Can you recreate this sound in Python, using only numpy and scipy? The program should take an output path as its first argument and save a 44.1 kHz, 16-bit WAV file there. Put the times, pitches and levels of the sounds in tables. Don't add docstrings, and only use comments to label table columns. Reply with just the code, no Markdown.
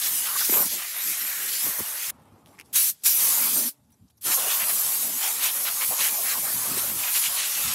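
import sys
import numpy as np
from scipy import signal
from scipy.io import wavfile
from scipy.ndimage import uniform_filter1d

SR = 44100
rng = np.random.default_rng(int(sys.argv[2]) if len(sys.argv) > 2 else 0)


def magnitude_from_level(level_db):
    exponent = np.asarray(level_db, float) / 20
    return 10 ** exponent


def wav_record(signal):
    frames = np.transpose(np.atleast_2d(signal))
    bounded = np.clip(frames, -1, 1)
    quanta = np.round(bounded * 32767).astype(np.int16)
    wavfile.write(sys.argv[1], SR, quanta)


N = 341334

# frequency in Hz, density in dB per Hz.
YARD_SPECTRUM = [(200, -10.5), (400, -17.5), (750, -9.5), (1200, -15), (1700, -24), (3000, -30),
                 (6000, -42.5)]
LEAK_SPECTRUM = [(1200, -9.5), (2500, -7), (5000, -3.5), (8000, -4), (11800, -1), (14000, -7.5),
                 (16000, -30.5)]
WIND_SPECTRUM = [(25, -39.5), (45, -23), (70, -4), (100, 1), (150, -5), (250, -4.5), (500, -51)]
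DRUM_SPECTRUM = [(100, -20), (170, -3), (250, 0), (380, -4), (600, -11), (1200, -30)]
NOZZLE_SPECTRUM = [(1500, -36.5), (3000, -19), (5600, -10.5), (9500, -6), (11800, 0), (13200, -4),
                   (14500, -7), (16000, -10.5)]
SPLASH_SPECTRUM = [(500, -35.5), (1300, -6), (2500, 0), (5600, -2.5), (7000, -2), (12000, -4.5)]
ROAR_SPECTRUM = [(150, -32.5), (350, -13.5), (600, -2.5), (1100, 3), (1500, -3), (2500, -9.5)]
# start in seconds, end in seconds, yard rumble in dB,
# its fading in dB per second, leak hiss in dB.
PAUSES = [
    (2.11, 2.733, -57, 15, -70.5),
    (2.92, 3.04, -75, .1, -60.5),
    (3.718, 4.103, -73, 9.5, -73.5),
    (4.12, 4.21, -79.5, -1, -76.5),
]
# start in seconds, length in seconds, leak hiss in dB, rumble in dB.
SPITS = [
    (2.466, 0.2, -66, -68),
    (2.6, .03, -59, -68),
    (2.65, 0.2, -71, -91),
    (3.021, .03, -61, -70),
    (3.725, 0.079, -70, -81),
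    (3.92, 0.06, -74, -84),
    (4.1, .03, -68, -78),
    (4.18, 0.022, -71, -85),
]
# time in seconds, peak in dB, ring in Hz,
# share of bright click from 0 to 1, ring width in Hz.
TICKS = [(2.2004, -56, 1950, 0.7, 1500), (2.2205, -54, 2670, 0.9, 1500), (2.2565, -53, 1890, 0.9, 1500),
         (2.2864, -60, 1840, 0.9, 1500), (2.4605, -36, 3300, 0.4, 3000), (2.473, -43, 3600, 0.1, 3200),
         (2.5868, -37, 2200, 0.3, 1000), (2.5905, -32, 2200, 0.2, 1000), (2.5906, -34, 6000, 0.05, 2800),
         (2.5988, -25, 2400, 0.45, 950), (2.6005, -42, 6000, .1, 2000), (2.6042, -40, 2700, .1, 900),
         (2.6118, -29, 2400, 0.45, 1000), (2.612, -37, 5800, .1, 2500), (2.66, -44, 8500, 0.5, 2500),
         (2.488, -50, 3600, 0.1, 2000), (2.4925, -50, 2200, 0.4, 1500), (2.5425, -52, 11000, .8, 2000),
         (2.5505, -50, 10000, .8, 2000), (2.573, -50, 3500, 0.1, 3500), (2.581, -45, 2100, 0.5, 1000),
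         (2.5955, -40, 9000, 0.5, 3000), (2.6085, -40, 8000, 0.5, 3000), (2.617, -44, 2700, .2, 1000),
         (2.62, -47, 4500, 0.3, 4000)]
# start in seconds, length in seconds, level in dB, centre in Hz, width in Hz.
RASPS = [
    (3.903, .009, -66, 12000, 5000),
    (3.903, 0.0069, -73, 2500, 2500),
    (3.917, .012, -64, 11000, 4500),
    (3.917, 0.035, -70, 5950, 250),
    (4.078, .014, -70, 5500, 3000),
    (4.099, .014, -68, 10000, 6020),
    (4.099, .013, -69, 3500, 4000),
    (4.17, 0.013, -64, 11500, 3500),
    (4.173, .016, -68, 5800, 1600),
]
# frequency in Hz, level in dB, 60 dB decay time in seconds.
PIPE_MODES = [
    (285, -65, 1.1),
    (600, -73, 1.1),
]
# time in seconds, length in seconds, level in dB.
WIND_GUSTS = [(.12, .24, -60), (.4, .15, -69), (0.51, .1, -48), (.66, .16, -56), (1.098, .14, -66),
              (1.675, 0.078, -50), (1.811, 0.071, -48), (2.198, 0.35, -57), (2.344, 0.15, -56),
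              (2.467, .12, -60), (2.625, 0.51, -65), (3.074, 0.09, -63), (3.225, .1, -68), (2.9, .2, -66),
              (3.86, 0.3, -66), (4.032, 0.1, -55), (4.147, .2, -74), (4.278, 0.19, -59.5),
              (4.87, 0.18, -55), (5.502, .15, -75), (5.757, 0.22, -64), (5.902, 0.081, -48), (6.4, .3, -58),
              (6.56, 0.28, -50), (6.76, 0.28, -49), (6.953, 0.3, -49.5), (7.17, .16, -63), (7.288, .1, -58),
              (7.553, 0.31, -63), (7.68, 0.16, -47)]
# time in seconds, length in
# seconds, level in dB.
DRUMS = [(0.157, 0.3, -57), (0.555, 0.07, -42), (0.61, 0.1, -44), (0.661, .03, -43), (0.75, 0.15, -51.5),
         (1.087, 0.15, -54), (1.235, .1, -54), (1.672, 0.11, -44.5), (1.8, 0.051, -42.5), (2.4, .8, -63.5),
         (2.72, .14, -63), (3.32, 0.49, -55.5), (3.6, 0.25, -49), (4.287, 0.12, -44.5), (4.66, .14, -58),
         (4.744, 0.12, -52), (5.077, 0.4, -52), (5.364, 0.12, -57), (5.592, 0.19, -55), (5.897, 0.1, -68),
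         (6.015, 0.062, -61), (6.125, 0.091, -53), (6.403, 0.14, -47), (6.534, 0.25, -52),
         (6.72, 0.18, -43.5), (6.776, 0.023, -40), (6.912, 0.3, -49.5), (7.3, 0.078, -58), (7.58, .1, -58),
         (7.71, .2, -60)]
# time in seconds, level in dB, starting pitch in Hz,
# clean thump relative to puff, final pitch as a share of the first.
SLAPS = [
    (0.4935, -30, 500, 4.5, .2),
    (0.5245, -29, 430, 3.4, .75),
    (0.537, -25, 750, .7, .7),
    (.566, -30, 450, 1.8, .8),
    (.598, -31, 900, .4, .6),
    (1.664, -35, 600, 1.5, .3),
    (1.8035, -35, 520, 3.5, .25),
]
# time in seconds, pitch in Hz, level in dB.
COVER_HUM = [(0, 1840, -46), (.7, 2050, -48), (.78, 2250, -44), (.87, 1950, -45), (1.1, 2150, -43),
             (1.42, 1780, -44), (1.62, 2100, -46), (1.72, 2000, -43), (1.83, 1850, -47), (1.93, 1700, -46),
             (2.05, 2150, -44), (2.11, 2050, -45)]
# start in seconds, length in seconds, level in dB,
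# first pitch in Hz, last pitch in Hz.
SLIDES = [
    (6.28, .12, -42, 1900, 750),
    (6.11, .13, -43.5, 950, 550),
    (6.78, .1, -44, 1450, 1200),
    (7.06, .07, -43, 1900, 1300),
    (7.36, .06, -43, 2100, 1700),
    (4.37, .08, -46, 600, 1100),
    (1.5, .12, -42, 3700, 5000),
]
# start
# in seconds, length in seconds, level in dB, centre in Hz, width in Hz.
NEAR_CROSSINGS = [(.01, 0.074, -32.5, 5500, 3000), (.1, 0.25, -44, 2920, 350),
                  (.25, 0.14, -40.5, 1340, 540), (.29, 0.096, -44.5, 1190, 220),
                  (.385, 0.064, -42, 1450, 600), (.372, 0.11, -32, 5400, 2000),
                  (.494, 0.15, -21.5, 12900, 1490), (.68, 0.094, -35, 5800, 2800),
                  (.68, .1, -45, 3500, 300), (.494, .008, -34, 2200, 2000), (.537, .008, -33, 2200, 2000),
                  (.943, 0.2, -31.5, 12100, 1100), (1.163, 0.16, -31, 12600, 1100),
                  (1.047, 0.13, -39, 6050, 2500), (1.47, .15, -39, 4700, 1500),
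                  (1.615, .08, -30, 12600, 1980), (1.694, 0.086, -45.5, 1920, 800),
                  (.52, 0.039, -37, 2300, 2000), (1.63, 0.045, -49, 1750, 500), (1.23, .3, -48, 1600, 400),
                  (2.58, 0.05, -60, 2400, 900), (2.525, .04, -66, 2000, 1200), (.352, .014, -36, 1230, 300),
                  (.53, .115, -39, 620, 550), (.405, .025, -38, 1350, 500), (.705, .045, -50, 500, 500),
                  (1.35, .25, -56, 420, 300)]
FAR_CROSSINGS = [(3.05, 0.1, -34, 5730, 700), (3.2, .36, -53, 1065, 296), (3.37, 0.22, -48.5, 245, 110),
                 (3.55, .155, -44, 248, 55), (3.555, .08, -49, 600, 90), (3.5, 0.19, -53, 440, 60),
                 (3.18, .12, -51, 550, 300), (3.41, 0.09, -47, 1000, 300), (3.185, .05, -49, 1020, 250),
                 (3.29, .05, -48, 1100, 200), (5.03, .16, -52, 240, 90), (4.27, .07, -44, 2000, 900),
                 (4.595, 0.056, -34, 2300, 1800), (5.395, 0.125, -33, 3000, 2600),
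                 (5.646, 0.054, -35, 3080, 2500), (4.36, 0.15, -43, 575, 250),
                 (5.805, 0.052, -34.5, 2300, 2600), (5.906, 0.039, -36, 696, 500),
                 (5.978, 0.128, -33.5, 2500, 2520), (5.98, 0.044, -38, 1210, 700),
                 (6.465, 0.027, -38, 1300, 900), (6.236, 0.12, -36.5, 1950, 1470),
                 (6.55, 0.14, -47, 1020, 200), (6.771, 0.032, -36, 2860, 4000),
                 (7.018, .095, -37.5, 2600, 2600), (7.142, 0.04, -31, 2800, 3000),
                 (7.348, 0.14, -36, 3100, 2200), (7.49, .25, -45, 2660, 300),
                 (7.03, 0.19, -46.5, 2510, 160), (7.36, 0.1, -49, 2800, 350), (7.63, .11, -42.5, 1300, 600),
                 (5.02, .09, -49, 690, 300), (6.42, .06, -52, 620, 150), (4.695, .022, -38, 1800, 2000),
                 (4.322, .018, -36, 2600, 2500), (7.034, .012, -36, 2500, 600),
                 (7.235, .03, -40, 2500, 400), (6.19, .07, -51, 500, 250), (3.57, .09, -40, 6050, 400)]
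# flow starts in seconds, full flow in seconds, flow begins to fall in seconds, first surge in dB, fall in dB
BURSTS = [
    (-.1, -.05, 2.105, 4, 4000),
    (2.727, 2.761, 2.9, 4, 709),
    (3.034, 3.063, 3.686, 8, 691),
    (4.209, 4.262, 7.8, 0.5, 700),
]
# time in seconds, hiss at the microphone in dB,
# aim at bare metal in dB, aim into hollows in dB.
AIM = [(0.0, -28, -9, -17.5), (.35, -27.5, -8, -23), (.56, -21, -10.5, -23), (.72, -26, -10.5, -26),
       (.9, -36, 1, -5.5), (1.3, -30.5, -3, -17), (1.7, -28, -10, -17.5), (1.94, -32.5, -4, -11.5),
       (2.1, -28.5, -4.5, -19), (2.76, -19, -9.5, -30), (2.9, -23, -12, -29), (3.13, -22, -11, -29),
       (3.22, -20, -12, -17), (3.7, -25, -11.5, -22), (4.3, -24.5, -7, -9), (5.1, -26.5, -9, -16),
       (6.5, -26, -10.5, -11), (7.74, -27.5, 0, -12.5)]
# time in seconds, length in
# seconds, hiss in dB, splash in dB, roar in dB.
SWEEPS = [(0.062, 0.11, 2.5, 6, 3), (0.198, 0.31, 3.5, -5.5, -2.5), (0.262, 0.1, -2, 9, 10),
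          (0.397, 0.086, 2.5, 4, -1), (0.453, 0.033, 3.5, 4, -2), (0.498, 0.021, 1.5, -2, 11),
          (0.6, 0.21, -2.5, 0.5, 16.5), (0.695, .05, -3, -2, -8), (0.798, 0.15, -2.5, 5, 8),
          (0.906, 0.13, 3.5, -6, -22), (1.094, 0.24, 6, -4.5, -11.5), (1.56, 0.33, 0.5, 4, -7),
          (1.666, 0.16, 3, -3, 5), (1.796, .04, 4.5, -4, 5), (3.412, 0.36, 0.5, 3, 2.5),
          (3.53, .1, 0, 0, -4), (3.57, 0.15, 3, -5.5, 3), (3.67, .08, -.7, -2, 0), (3.0, .2, 1, 0, 0),
          (1.93, .12, 0, -2, 0),
          (4.33, 0.069, 3.5, 3.5, -0.3), (4.355, 0.056, 4, -12, -10), (4.515, 0.15, 0.5, 6.5, -0.5),
              (4.42, 0.13, -1, 2, -0.5), (4.7, .04, 1.5, 3.5, 0), (4.75, 0.096, 1, -1, -8),
              (4.85, 0.8, 1.5, -3.5, 1), (5.11, 0.38, -1, -1.5, 0), (5.25, 0.2, 1, 8.5, 4),
              (6.17, .1, 0, 2, 0), (5.39, 0.18, -2.5, 4, 4.5), (5.451, 0.12, 5, 4, -0.5),
              (5.57, .14, -1, 2.5, 2), (5.65, .05, 2, -6, -3), (5.68, 0.077, -1, 7, 8),
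              (5.82, 0.069, -1, 10, 7), (5.865, 0.14, 3, -5, -6), (5.93, .06, 1.5, -1, 3),
              (6.012, 0.11, 3.5, 9, -4), (6.065, 0.09, 3.5, 8, -3), (6.19, 0.15, 0, -1, -4),
              (6.3, 0.12, 2, 6.5, -6), (6.42, 0.096, -1.5, 0, -8), (6.94, 0.18, -1.5, -3, -2),
              (6.78, 0.046, 2.5, 1, -2), (7.17, 0.19, 5, -1, -8), (7.21, .03, -1, -4, -5),
              (7.26, 0.09, 2, 4.5, -4.5), (7.42, 0.14, -3, 8, -1), (7.54, .12, 0, -1, -6),
              (6.55, .1, 0, 0, -3), (4.66, .1, 0, 0, -4)]
# time in seconds, centre in Hz.
SPLITS = [(.14, 5500), (1.02, 6300), (1.42, 7000), (1.56, 6300), (1.56, 8400), (1.6, 5200), (1.6, 14500),
          (2.02, 5000), (2.02, 7600), (4.27, 6700), (4.27, 15200), (4.42, 8000), (4.44, 7000), (4.51, 7000),
          (5.04, 12800), (5.11, 5800), (5.13, 7000), (5.29, 7300), (5.72, 4700), (5.72, 14200),
          (6.34, 4700), (6.43, 7000), (6.43, 10500), (6.74, 5200)]


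def read(points, hz):
    f, value = np.transpose(points)
    return np.interp(np.log(hz + 1), np.log(f + 1), value, -90, -90)


def evened(x):
    return x / np.sqrt(np.mean(x ** 2) + 1e-20)


def turbulence(spectrum, size, patchy_db, flutter_db, streak_db=3.0):
    hop = size // 4
    frames, hz = N // hop + 5, np.fft.rfftfreq(size, 1 / SR)
    a, b, patches, streaks = rng.standard_normal((frames, len(hz), 4)).T
    streaks = uniform_filter1d(streaks, size=2, axis=0)
    streaks = evened(uniform_filter1d(streaks, size=20, axis=1))
    patches = uniform_filter1d(patches, size=size // 48, axis=0)
    patches = evened(uniform_filter1d(patches, size=12288 // size, axis=1))
    flutter = evened(uniform_filter1d(rng.standard_normal(frames), size=2048 // size))
    drift_db = patchy_db * patches + flutter_db * flutter + streak_db * streaks
    z = (a + 1j * b) * magnitude_from_level(read(spectrum, hz))[:, None] * magnitude_from_level(drift_db)
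    return evened(signal.istft(z, nperseg=size, noverlap=size - hop)[1][:N])


def resonate(x, hz, width):
    turn = np.exp(2j * np.pi * np.cumsum(hz * np.ones(len(x))) / SR)
    r = np.exp(-np.pi * width / SR)
    return (turn * signal.lfilter([1], [1, -2 * r, r * r], x / turn)).real


def bumps(rows, heights, rise=0.51):
    t = np.arange(0, N + 16, 16)[:, None] / SR
    s, length = np.transpose(rows)[:2]
    away = np.where(t < s, (s - t) / rise, (t - s) / (1 - rise)) / length
    swells = np.cos(np.pi / 2 * np.minimum(away, 1)) ** 2
    return np.interp(np.arange(N) / SR, t[:, 0], swells @ heights)


def eddies(rows, glide):
    out, noise = np.zeros(N), rng.standard_normal(N)
    for s, length, db, hz, width in rows:
        start = round(s * SR)
        part = out[start:][:round(length * SR)]
        drifting = hz + glide * width ** 2 / 2000 * np.linspace(-1, 1, len(part))
        shed = evened(resonate(noise[start:][:len(part)], drifting, width))
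        part += magnitude_from_level(db) * shed * signal.windows.tukey(len(part), 0.32)
    return out


def valve():
    opening_db_per_s, surge_s = 481.5, .04
    t, gain = np.arange(N) / SR, np.zeros(N)
    for start, full, stop, surge_db, closing in BURSTS:
        db = surge_db * np.exp(-abs(t - full) / surge_s)
        db = db - opening_db_per_s * np.maximum(full - t, 0)
        db = db - closing * np.maximum(t - stop, 0)
        gain += np.clip((t - start) / .004, 0, 1) * magnitude_from_level(db)
    return gain


def aimed(k):
    sweeps, aim = np.array(SWEEPS), np.transpose(AIM)
    return np.interp(np.arange(N) / SR, aim[0], aim[k]) + bumps(sweeps, sweeps[:, k + 1])


def yard():
    rumble = turbulence(YARD_SPECTRUM, size=1024, patchy_db=.7, flutter_db=.8, streak_db=2)
    leak = turbulence(LEAK_SPECTRUM, size=256, patchy_db=.5, flutter_db=.8)
    t = np.arange(N) / SR
    spit_hiss, spit_low = (bumps(SPITS, magnitude_from_level(db), rise=.03) for db in np.transpose(SPITS)[2:])
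    out = spit_hiss * leak + spit_low * rumble
    for start, end, yard_db, fading, leak_db in PAUSES:
        gate = np.clip(np.minimum(t - start, end - t) / .01 + 1, 0, 1)
        rumble_level = magnitude_from_level(yard_db - fading * np.clip(t - start, 0, 1))
        out = out + gate * (rumble_level * rumble + magnitude_from_level(leak_db) * leak)
    return out


def ticks():
    out, t = np.zeros(N), np.arange(600) / SR
    scatter = rng.standard_normal((len(TICKS), len(t)))
    cracks = (t == 0) + 0.087 * scatter * magnitude_from_level(-60 * t / 0.0036)
    for (s, db, hz, bright, width), crack in zip(TICKS, cracks):
        snap = resonate(crack, 10500, 6500) + .28 * resonate(crack, 5300, 3500)
        ring = resonate(crack, hz, width)
        click = 1.7 * bright * snap / abs(snap).max()
        out[round(s * SR):][:len(t)] += magnitude_from_level(db) * (click + (1 - bright) * ring / abs(ring).max())
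    return out


def grit():
    return eddies(RASPS, glide=0)


def pipe():
    t = np.maximum(np.arange(N) / SR - 3.69, 0)
    return sum(magnitude_from_level(db - 60 * t / t60) * np.sin(2 * np.pi * hz * t) for hz, db, t60 in PIPE_MODES)


def buffet():
    hum = turbulence(DRUM_SPECTRUM, size=1024, patchy_db=.8, flutter_db=1.6, streak_db=1.2)
    wind = turbulence(WIND_SPECTRUM, size=2048, patchy_db=1, flutter_db=2, streak_db=0.5)
    idle_db, below_hiss_db, calm_db = -76.5, -42.5, -75
    drumming = magnitude_from_level(idle_db) + valve() * magnitude_from_level(aimed(1) + below_hiss_db)
    drumming = drumming + bumps(DRUMS, magnitude_from_level(np.array(DRUMS)[:, 2]))
    gusting = magnitude_from_level(calm_db) + bumps(WIND_GUSTS, magnitude_from_level(np.array(WIND_GUSTS)[:, 2]))
    return drumming * hum + gusting * wind


def slaps():
    out, t = np.zeros(N), np.arange(2000) / SR
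    puffs = rng.standard_normal((len(SLAPS), len(t)))
    shape = (1 - np.exp(-t / 0.0024)) * magnitude_from_level(-60 * t / 0.035)
    for (s, db, hz, thump, low), puff in zip(SLAPS, puffs):
        sinking = hz * (low + (1 - low) * np.exp(-t / .008))
        air = evened(resonate(puff, sinking + 250, 1300))
        tone = thump * np.sin(2 * np.pi * np.cumsum(sinking) / SR)
        out[round(s * SR):][:len(t)] += magnitude_from_level(db) * (air + tone) * shape
    return out


def cover():
    t, noise = np.arange(N) / SR, rng.standard_normal(N)
    s, hz, db = np.transpose(COVER_HUM)
    close_by = np.clip((2.11 - t) / .01, 0, 1)
    out = evened(resonate(noise, np.interp(t, s, hz), 900)) * magnitude_from_level(np.interp(t, s, db)) * close_by
    for s, length, db, from_hz, to_hz in SLIDES:
        start = round(s * SR)
        part = out[start:][:round(length * SR)]
        hz = np.geomspace(from_hz, to_hz, len(part))
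        whistle = evened(resonate(noise[start:][:len(part)], hz, .3 * hz.mean()))
        part += magnitude_from_level(db) * whistle * signal.windows.tukey(len(part), .5)
    return out


def crossings():
    return eddies(NEAR_CROSSINGS, glide=0.39) + eddies(FAR_CROSSINGS, glide=.02)


def jet():
    nozzle = turbulence(NOZZLE_SPECTRUM, size=512, patchy_db=1.43, flutter_db=0.32, streak_db=2.8)
    splash = turbulence(SPLASH_SPECTRUM, size=512, patchy_db=1.2, flutter_db=1.2, streak_db=2.6)
    roar = turbulence(ROAR_SPECTRUM, size=1024, patchy_db=1.2, flutter_db=.7, streak_db=2.6)
    hiss, metal, hollows = (magnitude_from_level(aimed(k)) for k in range(1, 4))
    flow = valve()
    filling = np.minimum(flow, 1) ** 1.4
    return flow * hiss * (0.95 * nozzle + 0.79 * metal * splash + 0.66 * hollows * filling * roar)


def scene():
    background = yard() + ticks() + grit() + pipe()
    mono = background + buffet() + slaps() + cover() + crossings() + jet()
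    return np.array([mono, mono])


def splits(mono, shift=255):
    hz, t, z = signal.stft(mono[shift:], SR, nperseg=2048, noverlap=1024)
    mask = np.zeros(z.shape)
    for s, centre in SPLITS:
        mask[abs(hz - centre) < .105 * centre, np.argmin(abs(t - s))] = magnitude_from_level(-0.5)
    scrambled = z * mask * np.exp(2j * np.pi * rng.random(z.shape))
    side = signal.istft(scrambled, SR, nperseg=2048, noverlap=1024)[1]
    return np.append(np.zeros(shift), side)[:N]


def top_cut(x):
    return signal.sosfilt(signal.butter(12, 17060, fs=SR, output="sos"), x)


def record(dry):
    low_cut = signal.lfilter(*signal.butter(3, 52, "high", fs=SR), dry)
    edge = signal.firwin(2047, 15770, window=("kaiser", 10), fs=SR)
    parted = low_cut + np.outer([1, -1], splits(low_cut[0]))
    mix = signal.oaconvolve(parted, edge[None], "same")
    return top_cut(mix)


dry = scene()
out = record(dry)
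wav_record(out)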